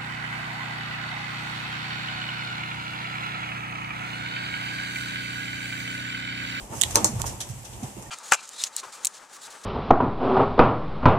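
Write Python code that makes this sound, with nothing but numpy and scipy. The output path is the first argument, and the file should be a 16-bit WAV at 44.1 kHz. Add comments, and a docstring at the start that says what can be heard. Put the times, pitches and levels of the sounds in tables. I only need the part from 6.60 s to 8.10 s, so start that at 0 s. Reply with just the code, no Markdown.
"""Clothes scuff and weight thumps softly as someone climbs through a window opening into a bare room.
Brittle chips snap right beside the microphone, each ringing for an instant.
Shards crack and crunch underfoot and knock on the floorboards, which ring on.
Shifting weight rumbles underneath, and the hard walls answer with a short echo."""
import sys
import numpy as np
from scipy import signal
from scipy.fft import rfft, irfft
from scipy.io import wavfile

SR = 44100
rng = np.random.default_rng(int(sys.argv[2]) if len(sys.argv) > 2 else 0)


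def inscribe(sig):
    """Save sig as 16-bit PCM at rate SR to the path in sys.argv[1].

    A 1-D sig is mono; a 2-D sig holds one channel per row.
    Samples are clipped to [-1, 1] before scaling.
    """
    pcm = np.round(np.clip(np.atleast_2d(sig).T, -1, 1) * 32767)
    wavfile.write(sys.argv[1], SR, pcm.astype(np.int16))


N = 66150
T = np.arange(N) / SR
RIGHT_LEAD_S = 0.000332  # head start of a sound from the right in the right channel


def snaps(rise_s=0.00029):
    """Each snap makes a small chip ring with several brief tones, close by on the right."""
    # snapping chips: start_s, level_db, pitch_hz, ring_s (time to fade 60 dB), low_tones_db
    chips = [(.2130, -4.5, 7540, 0.0054, -2), (0.2138, -2, 7160, 0.0058, -14),
             (0.2142, -1, 7270, 0.0039, 2), (0.217, -12, 7200, .003, -14),
             (0.2184, 0.5, 6800, 0.0047, -6.5), (0.2284, -23.5, 7900, 0.0073, 16),
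             (0.2353, -2.5, 7950, 0.0017, 6.5), (0.2364, -12, 7270, 0.0049, 15),
             (0.6176, -9, 7480, 0.0016, -26), (0.6185, -6, 7450, 0.0015, -4)]
    # a chip's high and low tones: pitch_ratio, level_db, ring_time_ratio
    high_tones = [(.88, -11.5, 0.37), (1, 1, 0.9), (1.16, -6, 0.93), (1.32, -14, 0.66), (1.52, -8.5, 0.93),
                  (1.9, -24, .6)]
    low_tones = [(.255, -25, 4.3), (.41, -17.5, 2.7), (.465, -10.5, 2.1), (.545, -19.5, 4.5)]
    out, t = np.zeros(N), T[:3000]
    attack = np.minimum(t / rise_s, 1)
    for start, db, hz, ring_s, low_db in chips:
        for tones, group_db in ((high_tones, 0), (low_tones, low_db)):
            for ratio, tone_db, ring_ratio in tones:
                wave = np.sin(2 * np.pi * (hz * ratio * t + rng.random()))
                fall_db = 60 * np.maximum(t - rise_s, 0) / (ring_s * ring_ratio)
                add(out, start, attack * amp(db + group_db + tone_db - fall_db) * wave)
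    return from_right(out, left_db=-23) + amp(-16.5) * room(out)


def cracks():
    """A break runs through a shard in about a millisecond, and the room echoes it."""
    # shards breaking underfoot: start_s, energy_db, decay_s, near_3khz_db, room_db
    shards = [(0.3563, 16, 0.0011, 3.5, -9), (0.4446, 13, 0.0017, -7.5, -5)]
    # a crack's bright tone: frequency_hz, level_db
    spectrum = [(300, -21), (1100, -13), (1900, -13.5), (3300, -17), (4300, -11), (5200, -5), (6100, -0.5),
                (7400, 2), (8500, 0), (9600, -8), (15000, -19.5)]
    out = np.zeros((2, N))
    for start, db, decay, mid_db, room_db in shards:
        tear = rng.choice([-1, 1], N) * burst(start, rise_s=0.00031, decay_s=decay)
        crack = colour(tear, spectrum, mid_db)[0]
        crack = amp(db) * crack / np.linalg.norm(crack)
        out += from_right(crack, left_db=-1) + amp(room_db) * room(crack)
    return out


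def crunches():
    """Weight crushes grit: clouds of tiny clicks swell and die away."""
    # crushed grit: start_s, level_db, rise_s, decay_s, left_over_right_db, near_3khz_db
    crushes = [(.125, -41, 0.038, 0.13, -8, -27), (0.305, -26.5, 0.0043, 0.005, 1, -3.5),
               (0.345, -31, 0.0017, 0.0077, 15, -7), (0.363, -27, 0.0041, 0.011, 2, 6.5),
               (.452, -29.5, 0.02, 0.019, 3, -12), (0.594, -32.5, 0.005, 0.0096, -2, -8),
               (0.653, -28, 0.011, 0.026, -2, -7.5), (0.802, -24.5, 0.0044, 0.014, 0, 0),
               (.887, -39, .003, 0.021, 0, -11), (1.046, -37.5, 0.0069, 0.01, 0.5, -2),
               (1.126, -44.5, 0.0067, .015, 4, 4), (1.23, -36.5, 0.0031, 0.0089, -1, -3.5),
               (1.423, -38.5, 0.0015, 0.0041, 1.5, -24)]
    # the grit's tone: frequency_hz, level_db
    spectrum = [(500, -12), (1200, -6.5), (2000, -12), (3500, -1), (4600, -7), (6100, 2.5), (7600, -3),
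                (9500, -5), (12000, -10.5), (15000, -24)]
    out = np.zeros((2, N))
    for start, db, rise, decay, side_db, mid_db in crushes:
        clicks = np.array([grains(), grains()]) * burst(start, rise, decay)
        out += amp(db) * pan(side_db) * colour(clicks, spectrum, mid_db)
    return amp(-3.5) * (out + amp(-2) * room(out))


def knocks():
    """Rubble clatters on the boards, which ring on; each tone comes from its own direction."""
    # rubble landing: start_s, level_db, rise_s, decay_s, tilt_db_per_octave, ring_db
    hits = [(.122, -37.5, 0.0072, 0.019, 6.5, 5), (.348, -24.5, 0.0086, 0.017, 2, -3.5),
            (.366, -24, 0.0062, .018, 0, -1), (0.4427, -26.5, .0014, .019, 0, -4.5),
            (0.589, -33.5, 0.011, .013, 5, -3.5), (.641, -31, 0.0011, 0.0078, 4, -9)]
    # the boards' tones: pitch_hz, level_db, ring_s (time to fade 60 dB)
    board_tones = [(187, -12, .3), (312.2, -1.5, 0.22), (463.3, -2, 0.16), (510.4, -10, 0.17),
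                   (582, 4.5, 0.076), (855, -2.5, 0.11), (911.5, 0.5, 0.14), (1094, -2, 0.09)]
    # the clatter's dull tone: frequency_hz, level_db
    spectrum = [(100, -22), (300, -1), (700, -3.5), (1150, 1), (1550, -12.5), (2200, -24), (8000, -67)]
    out, t = np.zeros((2, N)), T[:SR // 2]
    for start, db, rise, decay, tilt_db, ring_db in hits:
        for hz, tone_db, ring_s in board_tones:
            lead_s = np.array([[0], [rng.uniform(-1.12, 1) * RIGHT_LEAD_S]])
            wave = np.sin(2 * np.pi * (hz * (t + lead_s) + rng.random()))
            onset_db = db + ring_db + tone_db + tilt_db * np.log2(hz / 1400)
            add(out, start, amp(onset_db - 60 * t / ring_s) * np.minimum(t / rise, 1) * wave)
        tilted = [(hz, level + tilt_db * np.log2(hz)) for hz, level in spectrum]
        out += amp(db - 1) * noise(tilted) * burst(start, rise, decay)
    return pan(-2.5) * (out + amp(-12.5) * room(out))


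def thumps():
    """Hands, knees and feet land softly and loose wood taps: short tones that swell and die."""
    # thumps and taps: start_s, level_db, pitch_hz, rise_s, left_over_right_db
    blows = [(0.01, -39.5, 45.8, 0.022, 2.5), (0.102, -37.5, 104, 0.0079, -8),
             (0.424, -27.5, 204, 0.0099, -3.5), (0.484, -30.5, 225, 0.012, -2),
             (0.531, -27.5, 165, 0.0058, -4), (.558, -22.5, 104.4, 0.0086, 2),
             (0.641, -26.5, 884, 0.0014, 2), (0.896, -29.5, 119, .011, -6),
             (1.225, -26.5, 231.5, 0.0071, -3), (1.227, -40, 742, 0.0087, -1),
             (1.237, -27.5, 126, 0.0083, -2.5), (1.365, -36.5, 346, 0.0057, -10),
             (1.377, -36.5, 199, 0.0075, -4.5), (1.458, -50.5, 1840, 0.0082, -8)]
    out = np.zeros((2, N))
    for start, db, hz, rise, side_db in blows:
        t = np.maximum(T - start, 0)
        swell = (t / rise * np.exp(1 - t / rise)) ** 2
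        out += amp(db) * pan(side_db) * swell * np.sin(2 * np.pi * hz * t)
    return out


def scuff():
    """Clothes and soles make a dull rub and a grainy hiss."""
    # strength of the scuffing: time_s, rub_db, hiss_db
    levels = [(0, -44, -42), (0.092, -47.5, -48.5), (0.128, -37, -41), (.2, -44.5, -37.5),
              (.26, -40.5, -35.5), (.34, -42, -37.5), (.42, -32, -36), (.5, -40.5, -41.5),
              (.57, -42.5, -40), (.71, -40, -39.5), (.78, -45, -45), (.88, -47, -43), (1.02, -50.5, -45),
              (1.19, -46.5, -44.5), (1.258, -41.5, -41.5), (1.34, -49.5, -46), (1.39, -45.5, -44),
              (1.5, -47.5, -46.5)]
    # tone of the rub and of the hiss: frequency_hz, level_db
    rub_spectrum = [(80, -13), (200, 4), (450, 0.5), (650, 1), (900, 3), (1150, -5), (1550, -16),
                    (3000, -19.5), (6000, -56)]
    hiss_spectrum = [(600, -18.5), (1700, -2), (2800, 0), (4200, -6.5), (6200, 1), (7800, 4.5), (9800, -2),
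                     (12500, -6), (13800, -7.5), (14700, -29)]
    times, rub_db, hiss_db = np.transpose(levels)
    rub = noise(rub_spectrum) * amp(np.interp(T, times, rub_db)) * pan(-1)
    fizz = colour(np.array([grains(), grains()]), hiss_spectrum)
    hiss = noise(hiss_spectrum) + fizz
    return rub + hiss * amp(np.interp(T, times, hiss_db) - 5.5)


def rumble():
    """Shifting weight makes a low, hollow rumble."""
    # strength of the rumble: time_s, level_db
    levels = [(0, -52), (.075, -59), (.18, -40), (.33, -35.5), (.47, -38), (.59, -32.5), (.71, -36.5),
              (.845, -48), (.93, -38), (1.07, -51), (1.17, -41), (1.34, -51.5), (1.385, -46.5), (1.5, -45)]
    # its deep tone: frequency_hz, level_db
    spectrum = [(22, -51), (52, -4), (92, -6.5), (112, 0.5), (128, -1.5), (152, -12.5), (220, -16),
                (400, -62)]
    times, db = np.transpose(levels)
    return noise(spectrum) * amp(np.interp(T, times, db)) * pan(-3)


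def room(x, echoes_per_s=6000, early_s=0.026, early_db=12, size=20000):
    """Strong early echoes from the window opening, then a short tail from the walls."""
    # how long the room rings: frequency_hz, ring_s (time to fade 60 dB)
    ring_times = [(150, 0.32), (2000, 0.66), (14000, 0.1)]
    echoes = rng.standard_normal((2, size)) * (rng.random((2, size)) < echoes_per_s / SR)
    hz, t, bands = signal.stft(echoes, SR, nperseg=256)
    fade = amp(-60 * t / read(ring_times, hz)[:, None])
    tail = signal.istft(bands * fade, SR, nperseg=256)[1]
    t = np.arange(tail.shape[1]) / SR
    early_boost = 1 + amp(early_db) * np.exp(-(t / early_s) ** 2)
    tail = tail * np.minimum(t / 0.0012, 1) * early_boost
    tail /= np.linalg.norm(tail, axis=1, keepdims=True)
    return signal.fftconvolve(np.atleast_2d(x), tail, axes=1)[:, :N]


def grains(per_s=3500, spread_db=3.5):
    """Tiny breaks make a dense stream of clicks, a few of them loud."""
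    strength = amp(spread_db * np.minimum(rng.exponential(1, N), 4))
    return unit(strength * rng.choice([-1, 1], N) * (rng.random(N) < per_s / SR))


def noise(spectrum):
    """Stereo noise of a given tone, alike on both sides in the bass."""
    # how alike the two sides are: frequency_hz, likeness (0 to 1)
    likeness = [(130, 0.92), (300, 0.81), (600, 0.41), (1100, 0.033), (4000, 0.023)]
    hz = np.fft.rfftfreq(N, 1 / SR)
    left, other = rfft(rng.standard_normal((2, N)))
    same = np.clip(read(likeness, hz), 0, 1)
    right = same * left + np.sqrt(1 - same ** 2) * other
    return unit(irfft(np.array([left, right]) * amp(read(spectrum, hz)), N))


def colour(x, spectrum, mid_db=0, mid_hz=3130, width_octaves=0.59, size=4096):
    """Gives a sound its tone, with a boost or cut around mid_hz."""
    hz = abs(np.fft.fftfreq(size, 1 / SR))
    bump = np.exp(-(np.log2((hz + 1) / mid_hz) / width_octaves) ** 2)
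    gain = unit(amp(read(spectrum, hz) + mid_db * bump))
    # this filter rings only after a click, never before it
    taps = np.fft.ifft(np.exp(np.conj(signal.hilbert(np.log(gain))))).real
    return signal.fftconvolve(np.atleast_2d(x), taps[None, :size // 2], axes=1)[:, :N]


def burst(start, rise_s, decay_s):
    """Loudness that rises in a straight line, then dies away."""
    t = T - start
    return np.clip(t / rise_s, 0, 1) * np.exp(-np.maximum(t - rise_s, 0) / decay_s)


def from_right(x, left_db):
    """A sound from the right reaches the left side later and weaker."""
    return np.array([amp(left_db) * np.interp(T - RIGHT_LEAD_S, T, x), x])


def pan(db):
    """Left and right gains; positive decibels favour the left."""
    return amp(np.array([[db], [-db]]) / 2)


def read(points, hz):
    """Looks up a table between its rows, spacing frequencies by octaves."""
    frequencies, values = np.transpose(points)
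    return np.interp(np.log(hz + 1), np.log(frequencies + 1), values)


def amp(db):
    """Turns decibels into a gain."""
    return 10 ** (np.asarray(db) / 20)


def unit(x):
    """Scales to an average power of 1."""
    return x / np.sqrt(np.mean(x ** 2) + 1e-20)


def add(mix, start, sound):
    """Mixes a short sound in at its start time."""
    part = mix[..., round(start * SR):][..., :sound.shape[-1]]
    part += sound[..., :part.shape[-1]]


def scene():
    """All the sources together, in stereo."""
    return snaps() + cracks() + crunches() + knocks() + thumps() + rumble() + scuff()


def record(dry, overload=0.97, cutoff_hz=15000):
    """The sharpest peaks are clipped, then the highest treble is cut."""
    clipped = np.clip(dry, -overload, overload)
    lowpass = signal.firwin(255, cutoff_hz, window=("kaiser", 8), fs=SR)
    return signal.oaconvolve(clipped, lowpass[None], "same")


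dry = scene()
out = record(dry)
inscribe(out)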